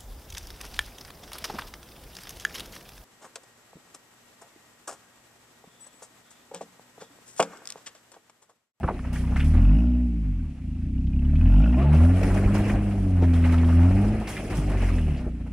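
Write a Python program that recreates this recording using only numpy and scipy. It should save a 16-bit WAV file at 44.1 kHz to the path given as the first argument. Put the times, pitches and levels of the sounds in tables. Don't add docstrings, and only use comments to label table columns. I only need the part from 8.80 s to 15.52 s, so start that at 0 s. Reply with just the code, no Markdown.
import sys
import numpy as np
from scipy import signal
from scipy.fft import rfft, irfft
from scipy.io import wavfile
from scipy.ndimage import uniform_filter1d

SR = 44100
rng = np.random.default_rng(int(sys.argv[2]) if len(sys.argv) > 2 else 0)


def bounce(signal):
    frames = np.transpose(np.atleast_2d(signal))
    limited = np.clip(frames, -1, 1)
    pcm = np.round(limited * 32767).astype(np.int16)
    wavfile.write(sys.argv[1], SR, pcm)


def invert_db(level):
    return 10 ** (np.asarray(level, dtype=float) / 20)


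N = 296352

# freq_hz, level_db (per Hz)
AIR_COLOUR = [(190, -23), (330, -12.5), (401, -34), (672, -13), (1090, -33.5), (2450, -7.5), (3790, -18),
              (10100, -23.5), (12500, -37), (13400, -70), (15700, -65)]
AIR_DB = -65.5
# freq_hz, likeness (0-1)
LIKENESS = [(60, 0.85), (180, 0.9), (550, 0.92), (1650, 0.83), (4970, 0.18), (15000, 0.19)]

# start_s, level_db (peak), pitch_hz, t60_s
THUMPS = [
    (.02, -72, 60, .15),
    (3.499, -21, 47.8, 0.37),
    (3.657, -7.5, 53.4, 0.14),
    (3.8, -18.5, 59.4, 0.17),
    (3.92, -28.5, 54.2, 0.55),
    (4.433, -31.5, 45.8, 0.13),
    (4.539, -23.5, 45.4, 0.21),
    (5.699, -39, 52, 0.14),
    (5.782, -8, 148.5, 0.063),
]

# start_s, level_db (peak), pitch_hz
SLAPS = [(2.27, -51, 3170), (2.3326, -42.5, 2460), (2.3646, -62, 2360), (2.39, -44, 2680),
         (2.45, -45, 2920), (2.5087, -53, 2580), (2.5576, -39, 2550), (2.61, -36.5, 2530),
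         (2.6574, -39.5, 2560), (2.7063, -49, 2500), (2.7435, -52, 2570), (2.7632, -46, 2500),
         (2.804, -43, 2430), (2.826, -38, 2390), (2.8413, -33, 2600), (2.8769, -38, 2700),
         (2.8935, -39, 2620), (2.9276, -40, 2820), (2.9443, -35, 2450), (2.9911, -51, 2570),
         (3.0121, -41, 2420)]
# start_s, level_db (peak), pitch_hz
CLACKS = [(2.6178, -41, 1450), (2.7011, -51, 1330), (2.7445, -53, 1380), (2.7615, -44, 1420),
          (2.8029, -45, 1240), (2.8223, -41, 1460), (2.8403, -37, 1480), (2.8602, -29, 1430),
          (2.8952, -37, 1420), (2.9281, -46, 1270), (2.534, -39, 651), (2.7, -35, 614), (2.722, -44, 579),
          (2.745, -33, 804), (2.802, -35, 615), (2.84, -33, 616), (2.874, -44, 614), (2.926, -35, 900),
          (2.943, -28, 721), (2.969, -28, 630)]
SLAP_T60_S, SLAP_DB = .04, -2
# start_s, length_s, level_db (peak), pitch_hz
GRINDS = [(4.41, .05, -28, 720), (4.645, .045, -32, 700), (4.62, .075, -34, 1200), (4.722, .035, -26, 1300),
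          (4.725, .03, -30, 780), (4.875, .075, -32, 1200), (4.88, .03, -30, 680), (4.995, .07, -31, 720),
          (3.135, .03, -28, 600), (3.2, .07, -27, 580), (5.9, .04, -31, 620), (6.085, .03, -32, 1050),
          (4.435, .03, -35, 1500), (4.53, .05, -36, 1150), (4.1, .12, -34, 600), (3.01, .04, -28, 330)]
GRAINS_PER_S = 55
# start_s, length_s, level_db, start_hz, top_hz, end_hz
GROANS = [
    (2.955, .11, -40, 1010, 1150, 1130),
    (2.95, .1, -33, 610, 690, 640),
    (3.03, .08, -38, 880, 880, 720),
    (3.04, .07, -38, 640, 620, 560),
]

# start_s, level_db (peak), pitch_hz
STONES = [(.246, -36, 980), (0.358, -30.5, 1960), (0.435, -35, 950), (0.519, -33.5, 1150),
          (0.734, -36, 1920), (0.751, -34, 1200), (1.639, -50, 1320), (2.612, -42, 1730), (2.8, -33, 810),
          (3.015, -34, 1400), (3.12, -28, 1220), (3.206, -27, 750), (3.435, -36, 1050), (3.5, -26, 1360),
          (3.675, -28.5, 1530), (3.896, -25.5, 2160), (4.832, -28.5, 1270), (5.411, -27, 880),
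          (5.567, -25.5, 2380), (6.026, -25.5, 780), (6.461, -48, 855), (6.662, -39.5, 896)]
STONE_T60_S = 0.12
# start_s, level_db (peak), pitch_hz, t60_s
PEBBLES = [(.33, -50, 6350, 0.062), (0.331, -44, 13500, .05), (4.536, -36, 3180, 0.11),
           (4.78, -33.5, 3200, 0.069), (4.844, -36, 3250, 0.044), (6.184, -32.5, 2680, 0.055),
           (.655, -49, 5300, .06), (0.779, -49, 5300, 0.041), (2.268, -45.5, 3330, 0.05),
           (2.554, -42, 3020, 0.09), (3.435, -61, 8574, 0.034), (3.78, -40, 10200, 0.13),
           (3.852, -43, 7800, .05), (3.89, -56, 10000, .1), (5.474, -38, 5550, 0.19),
           (5.49, -36.5, 10100, 0.21), (5.55, -45, 8500, .06), (5.77, -38, 9300, 0.075),
           (6.369, -49, 5000, 0.23)]
# start_s, level_db (peak), pitch_hz, t60_s
KNOCKS = [(0.033, -21.5, 1230, 0.099), (0.042, -31, 950, 0.052), (.078, -20, 1200, 0.065),
          (.086, -14.5, 960, 0.07), (.097, -28, 1300, 0.051), (.107, -25, 840, 0.044),
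          (.192, -30.5, 1880, 0.039), (.561, -23, 1110, 0.027), (0.5608, -25, 2180, 0.098),
          (0.597, -26, 1530, 0.023), (0.598, -36, 3800, 0.011), (0.603, -25.5, 2600, 0.11),
          (0.626, -35, 2200, 0.049), (4.992, -26, 1510, 0.028), (4.9932, -27, 800, .02),
          (5.476, -53, 4960, 0.056)]

# time_s, level_db
SPIN = [(0, -52), (.55, -50.5), (.8, -51), (1.1, -58), (1.35, -62), (2.25, -66), (2.67, -51), (3.1, -51.5),
        (3.45, -41.5), (3.9, -41.5), (4.05, -47.5), (4.34, -49.5), (4.55, -45.5), (5.3, -45), (5.45, -50),
        (6.1, -48), (6.42, -51.5), (6.53, -61.5)]
# start_s, level_db, brightness_db, fade_s
SLIPS = [(0.033, -51, -10.5, 0.038), (0.086, -46, -5.5, 0.053), (0.333, -46, 16.5, 0.092),
         (0.567, -43, 8.5, 0.068), (0.646, -60.5, 28.5, 0.05), (0.743, -43.5, -2.5, 0.026),
         (2.982, -42.5, -4, 0.19), (3.131, -41, 3.5, 0.19), (3.434, -32.5, 5, 0.012),
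         (3.546, -35.5, 7, 0.025), (3.746, -36.5, 8.5, 0.05), (3.82, -73, -11, 0.03),
         (3.885, -53.5, 21, 0.053), (4.427, -60, -16.5, 0.022), (4.538, -43.5, 7, 0.13),
         (4.65, -36.5, 1, 0.057), (4.723, -36, 1.5, 0.034), (4.881, -45, -2, 0.03),
         (4.389, -48.5, -2, 0.052), (5.402, -44, 5, 0.097), (5.475, -39, 9.5, 0.16), (5.575, -42, 5, 0.019),
         (5.703, -38, 5.5, 0.071), (5.753, -42, 11.5, 0.084), (5.9, -43, 7, 0.19), (6.023, -39, 5, 0.1),
         (6.47, -65, -15, 0.019), (6.672, -54, 2.5, 0.014)]
SLIP_RISE_S, SPRAY_DB = .007, -15.5
# firing_rate_hz, level_db
DRAG_GAIN = [(30, 0), (45, -3), (62, 4.5), (72, 0.5), (85, 5), (103, 7)]
# freq_hz, level_db (per Hz)
SCRUB_COLOUR = [(190, -34), (330, 2), (388, -0.5), (425, 0), (688, 0), (931, -59), (1200, -17.5),
                (1560, -63.5), (2640, -120)]
CRUNCH_COLOUR = [(470, -13), (800, 0.5), (958, -4), (1290, -3.5), (2280, -3), (2770, -6), (3510, -22.5),
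                 (4200, -17.5), (5460, -52), (9240, -120)]
SPRAY_COLOUR = [(1940, -24), (3300, 4), (3500, -5), (3810, -8.5), (5110, 1), (6720, -3.5), (10300, 0),
                (11800, -14.5), (12900, -14), (14900, -10), (15700, -18.5)]
RUMBLE_COLOUR = [(15, -26.5), (35, 8), (60, -3.5), (150, -1), (300, -3.5), (380, -6.5), (600, -73)]

# time_s, firing_rate_hz
REVS = [
    [(0, 30), (.15, 32.5), (.33, 30), (.5, 31.5), (.77, 42.3), (.92, 51.5), (1.04, 61), (1.21, 61.5),
     (1.36, 56)],
    [(1.63, 39), (1.8, 27.8), (1.96, 26.3), (2.08, 31.8), (2.41, 34.3), (2.57, 39), (2.75, 48.8),
     (3.01, 68.5), (3.31, 90.3)],
    [(3.42, 93.4), (3.76, 101.8), (3.9, 103), (4.07, 101.3), (4.2, 97), (4.41, 86.4), (4.52, 84.1),
     (4.85, 83.1), (4.97, 84.8)],
    [(5.05, 89.3), (5.24, 103), (5.39, 108.8), (5.5, 104.5), (5.76, 101.9), (5.99, 93), (6.32, 72),
     (6.43, 59), (6.72, 56)],
]
# time_s, throttle_db
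PEDAL = [
    [(0, -1), (.09, -28.5), (.33, -15.5), (.52, -13), (.77, -12), (1.0, -12.5), (1.22, -16), (1.36, -21.5),
     (1.6, -22.5)],
    [(1.78, -26), (1.86, -16.5), (2.08, -16), (2.41, -13), (2.75, -11.5), (3.0, -11.5), (3.31, -9.5),
     (3.42, -15.5), (3.76, -12.5)],
    [(4.15, -16.5), (4.42, -13.5), (4.9, -13.5), (5.06, -9), (5.25, -10), (5.39, -16.5), (5.48, -34.5),
     (5.58, -36.5), (5.68, -23.5)],
    [(5.74, -20), (5.99, -17.5), (6.2, -18), (6.35, -18.5), (6.5, -25), (6.72, -27.5)],
]
FLYWHEEL_S, FULL_DB = 0.06, -10
# time_s, share (0-1)
MISFIRE = [(0, 0), (3.2, 0), (3.4, .04), (5.5, .03), (5.75, .9), (6.4, .95), (6.5, .65)]
# firing_rate_hz, roughness (0-1)
UNEVEN = [(28, .42), (36, .22), (48, .12), (85, .07), (102, .16)]
COAST_S, COAST_ROUGH = 5.4, .14

# freq_hz, width_hz, level_db
PIPE_MODES = [(28.7, 29, -5), (45.1, 11.8, 9.5), (79.6, 12.6, 8), (116, 11, -29)]
SILENCER_MODES = [(148.3, 17.4, 5), (218.7, 71, -3.5), (258.3, 13.4, 2.5), (295, 8.7, -0.5)]
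TAIL_MODES = [(619, 25, 11), (700, 55, 1.5), (800, 66, 0), (927, 57, -4)]
OVERTONES = [(297.7, 15.4, 2.5), (383, 31, -0.5)]
SHIELD_MODES = [(1050, 150, -9), (1387, 120, -4.5), (1620, 230, -19), (2570, 150, -12), (2830, 210, -13),
                (3100, 1100, -18.5), (5300, 700, -25)]

# firing_rate_hz, level_db
PIPE_GAIN = [(28, -13.5), (40, -4.5), (49, -1.5), (70, -9), (84, -3.5), (89.5, -5), (94, -8.5), (108, -12)]
SILENCER_GAIN = [(28, -29.5), (40, -23.5), (50, -22.5), (60, -20.5), (80, -19.5), (92, -24.5), (102, -24)]
CHAMBER_GAIN = [(28, 0), (45, 0), (60, -2), (70, 5), (78, 4.5), (84, -4), (95, -2), (105, -0.5)]
TAIL_GAIN = [(30, -53.5), (38, -52.5), (50, -42.5), (62, -40.5), (85, -49), (103, -41.5)]
BANKS_GAIN = [(28, -40), (60, -50), (84, -33.5), (90, -29.5), (94, -24.5), (104, -28.5)]
SHIELD_GAIN = [(30, -51), (38, -59), (50, -43.5), (62, -47.5), (80, -48.5), (100, -59)]


def evened(x):
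    return x / np.sqrt(np.mean(x ** 2) + 1e-20)


def steadied(x, size=5000):
    envelope = uniform_filter1d(uniform_filter1d(x ** 2, size), size)
    return x / np.sqrt(abs(envelope) + 1e-20)


def curves(rows):
    s, *columns = np.transpose(rows)
    return [np.interp(np.arange(N) / SR, s, c) for c in columns]


def read(points, hz):
    f, value = np.transpose(points)
    return np.interp(np.log(hz + 1), np.log(f + 1), value)


def add(mix, s, sound):
    part = mix[round(s * SR):][:len(sound)]
    part += sound[:len(part)]


def ring(x, modes):
    out = np.zeros(len(x))
    for k, (hz, width, db) in enumerate(modes):
        r = np.exp(-np.pi * width / SR)
        poles = [1, -2 * r * np.cos(2 * np.pi * hz / SR), r * r]
        out += (-1) ** k * invert_db(db) * (1 - r) * signal.lfilter([1, 0, -1], poles, x)
    return out


def spread(x, colour, patchy_db=0.0):
    hz, _, z = signal.stft(x, SR, nperseg=256, noverlap=192)
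    lean = .5 * np.arccos(np.clip(read(LIKENESS, hz), 0, 1))[:, None]
    flips = rng.choice([-1., 1.], N // 40 + 1).repeat(40)[:N]
    other = signal.stft(np.roll(x, 97) * flips, SR, nperseg=256, noverlap=192)[2]
    patches = uniform_filter1d(rng.standard_normal(z.shape), size=7, axis=0)
    patches = evened(uniform_filter1d(patches, size=18, axis=1))
    shared, apart = np.cos(lean) * z, np.sin(lean) * other
    pair = np.array([shared + apart, shared - apart])
    pair *= invert_db(read(colour, hz)[:, None] + patchy_db * patches)
    return evened(signal.istft(pair, SR, nperseg=256, noverlap=192)[1][:, :N])


def controls():
    rate = uniform_filter1d(curves(sum(REVS, []))[0], size=int(FLYWHEEL_S * SR))
    return rate, curves(sum(PEDAL, []))[0] - FULL_DB


def forest_air():
    return invert_db(AIR_DB) * spread(rng.standard_normal(N), AIR_COLOUR)


def thumps():
    out, t = np.zeros(N), np.arange(15000) / SR
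    for s, db, hz, t60 in THUMPS:
        add(out, s, invert_db(db - 60 * t / t60) * np.sin(2 * np.pi * hz * t) * np.minimum(t / 0.007, 1))
    return out


def panel_slaps():
    out, t = np.zeros(N), np.arange(4000) / SR
    for s, db, hz in SLAPS + CLACKS:
        tone = np.sin(2 * np.pi * hz * t) + .4 * np.sin(2.3 * np.pi * hz * t)
        add(out, s, invert_db(db + SLAP_DB - 60 * t / SLAP_T60_S) * np.minimum(t * 1e3, 1) * tone)
    return out


def grinding():
    out, t = np.zeros(N), np.arange(4000) / SR
    draws = rng.standard_normal((len(GRINDS), 2, len(t)))
    for (s, length, db, hz), (noise, luck) in zip(GRINDS, draws):
        grains = 0.21 + np.exp(-4 * ((t * GRAINS_PER_S + np.cumsum(luck) / 90) % 1))
        stroke = np.sin(np.pi * np.clip(t / length, 0, 1)) ** .5
        rasp = ring(stroke * grains * noise, [(hz, 0.17 * hz, 0), (1.23 * hz, 0.53 * hz, -5)])
        add(out, s, invert_db(db) * rasp / abs(rasp).max())
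    return out


def groans():
    out = np.zeros(N)
    for (s, length, db, *hz), noise in zip(GROANS, rng.standard_normal((len(GROANS), 6000))):
        u = np.arange(0, length, 1 / SR) / length
        glide = uniform_filter1d(np.interp(u, [0, .6, 1], hz), size=600)
        pitch = glide * (1 + 0.42 * uniform_filter1d(noise, size=300)[:len(u)])
        add(out, s, invert_db(db) * np.sin(np.pi * u) * np.sin(2 * np.pi * np.cumsum(pitch) / SR))
    return out


def stones():
    out, t = np.zeros(N), np.arange(4000) / SR
    hits = [(*row, 2.4e4) for row in KNOCKS]
    hits += [(*row, STONE_T60_S, 8e3) for row in STONES] + [(*row, 8e3) for row in PEBBLES]
    for (s, db, hz, t60, click), noise in zip(hits, rng.standard_normal((len(hits), len(t)))):
        band = signal.butter(3, [hz / 2.4, 1.5 * hz], "band", fs=SR, output="sos")
        body = evened(ring(noise, [(.65 * hz, .3 * hz, -4), (hz, .3 * hz, 0), (1.25 * hz, .4 * hz, -7)]))
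        crack = 1.2 * np.exp(-t / .002) * evened(signal.sosfilt(band, noise)) - click / hz * (t == 0)
        add(out, s, signal.sosfilt(band, invert_db(db - 7 - 60 * t / t60) * (body + crack)))
    return out + 0.07 * np.array([[1], [-1]]) * np.diff(out, prepend=0)


def grip():
    t, spin_db = np.arange(N) / SR, curves(SPIN)[0]
    scrub_db = spin_db + read(DRAG_GAIN, controls()[0])
    power = invert_db(2 * np.array([scrub_db, spin_db, 1.05 * spin_db - 8.0]))
    for s, db, bright_db, fade in SLIPS:
        rise = np.clip((t - s) / SLIP_RISE_S + 1, 0, 1) ** 2
        swell = rise * np.exp(-2 * np.clip(t - s, 0, 1) / abs(fade))
        levels = np.array([[db - 1.82 * bright_db + 0.5], [db], [db + bright_db + SPRAY_DB]])
        power += invert_db(2 * levels) * swell
    return 10 * np.log10(power)


def grit(per_s, spread_db, tail_s):
    cracks = invert_db(spread_db * np.minimum(rng.exponential(1, N), 4)) * (rng.random(N) < per_s / SR)
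    bursts = signal.oaconvolve(cracks ** 2, np.exp(-np.arange(2000) / (tail_s * SR)))[:N]
    return np.sqrt(abs(bursts) / bursts.mean() + .5) * rng.standard_normal(N)


def tyres():
    scrub_db, crunch_db, spray_db = grip()
    coarse, fine = grit(120, 0.92, 0.015), grit(270, 0.74, 0.0045)
    hz = np.fft.rfftfreq(N, 1 / SR)
    rumble = evened(irfft(rfft(rng.standard_normal(N)) * invert_db(read(RUMBLE_COLOUR, hz)), N))
    scrub = spread(coarse, SCRUB_COLOUR, patchy_db=2.0)
    crunch = spread(coarse + 0.68 * fine, CRUNCH_COLOUR, patchy_db=2.5)
    spray = spread(grit(90, 1.7, 0.067), SPRAY_COLOUR, patchy_db=1.5)
    out = invert_db(scrub_db - 1.0) * scrub + invert_db(crunch_db) * crunch
    return out + invert_db(spray_db) * spray + invert_db(1.13 * scrub_db + 11) * rumble


def shield(at, rate, throttle_db, misfire):
    out = np.zeros(N)
    for mode, (luck, lag) in zip(SHIELD_MODES, rng.standard_normal((len(SHIELD_MODES), 2, 2000))):
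        knocks = np.zeros(N)
        late = (50 * lag[:len(at)]).astype(int)
        knocks[np.clip(at + late, 0, N - 1)] = invert_db(3.0 * luck[:len(at)])
        shake = signal.oaconvolve(knocks, np.exp(-np.arange(1500) / 170.))[:N] * rng.standard_normal(N)
        low_db = (mode[0] < 2000) * (4.2 * throttle_db + 2.5 - 4 * misfire)
        out += invert_db(mode[2] + low_db) * evened(ring(ring(shake, [mode]), [mode]))
    level_db = 3.3 * throttle_db + read(SHIELD_GAIN, rate * (1 - 0.25 * misfire)) + 19.0 * misfire
    return invert_db(level_db) * steadied(out, size=8000)


def underbody(x, t60=0.2, wet_db=-10):
    t = np.arange(12000) / SR
    tail = rng.standard_normal(len(t)) * invert_db(-60 * t / t60) * (t > .006)
    return x + invert_db(wet_db) * evened(signal.oaconvolve(x, tail)[:N]) * np.sqrt(np.mean(x ** 2))


def firings(rate, turns, misfire):
    coasting = np.clip((np.arange(N) / SR - COAST_S) * 10, 0, 1)
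    rough = read(UNEVEN, rate) + COAST_ROUGH * coasting
    at = np.flatnonzero(np.diff(np.floor(turns)))
    chance = rng.standard_normal((2000, 2))[:len(at)]
    weak = misfire[at] * (np.arange(len(at)) % 2)
    late = (rough[at] * chance[:, 1] * SR / rate[at] / 20).astype(int)
    pulses = np.zeros(N)
    pulses[np.clip(at + late, 0, N - 1)] = (1 - weak) * (1 + .5 * rough[at] * chance[:, 0])
    gust = rough * evened(np.exp(-(turns % 1) / 4.8) * rng.standard_normal(N))
    return at, steadied(pulses), gust


def engine():
    rate, throttle_db = controls()
    misfire = np.clip(curves(MISFIRE)[0], 0, 1)
    turns = np.cumsum(rate) / SR
    at, pulses, gust = firings(rate, turns, misfire)
    drive = pulses + .7 * gust
    muffle = signal.butter(10, 322, fs=SR, output="sos")

    boom_db = FULL_DB + throttle_db + read(PIPE_GAIN, rate * (1 - .5 * misfire))
    boom = -steadied(ring(signal.sosfilt(muffle, pulses + 0.55 * gust), PIPE_MODES))

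    bark_db = 0.86 * throttle_db + read(SILENCER_GAIN, rate) - 3 * misfire
    muffled = signal.sosfilt(muffle, underbody(signal.sosfilt(muffle, drive)))
    first_chamber = invert_db(read(CHAMBER_GAIN, rate)) * ring(muffled, SILENCER_MODES[:1])
    bark = steadied(first_chamber + ring(muffled, SILENCER_MODES[1:]))

    growl_db = 3.0 * throttle_db + read(TAIL_GAIN, rate)
    tail = ring(drive + 0.2 * gust, TAIL_MODES)
    growl = steadied(ring(ring(tail, [(725, 460, 0)]), [(743, 440, 0)]))

    overtone_db = 0.26 * throttle_db - 47.5 + 6.2 * misfire
    upper = evened(sum(ring(ring(drive, [tone]), [tone]) for tone in OVERTONES))
    overtones = invert_db(overtone_db) * (rate / 80) ** 2.4 * upper

    lope_db = 0.46 * throttle_db + read(BANKS_GAIN, rate) - 3 * misfire
    lope = invert_db(lope_db) * np.clip(rate / 20 - 3, 0, 1) * np.sqrt(2) * np.sin(np.pi * turns)

    exhaust = invert_db(boom_db) * boom + invert_db(bark_db) * bark + invert_db(growl_db) * growl + overtones + lope
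    return exhaust + shield(at, rate, throttle_db, misfire)


def scene():
    air = forest_air()
    truck = engine() + thumps()
    lean = invert_db(-30.5) * np.array([[1], [-1]]) * signal.hilbert(truck).imag
    rocks = panel_slaps() + grinding() + groans()
    return truck + lean + tyres() + stones() + rocks + air


def roll_off(x):
    return signal.sosfilt(signal.butter(12, 16710, fs=SR, output="sos"), x)


def record(dry):
    ports = np.array([np.roll(dry[0], 1), dry[1]])
    edge = signal.firwin(511, 15780, window=("kaiser", 9), fs=SR)
    mix = signal.oaconvolve(ports, edge[None], "same")
    return roll_off(mix)


dry = scene()
out = record(dry)
bounce(out)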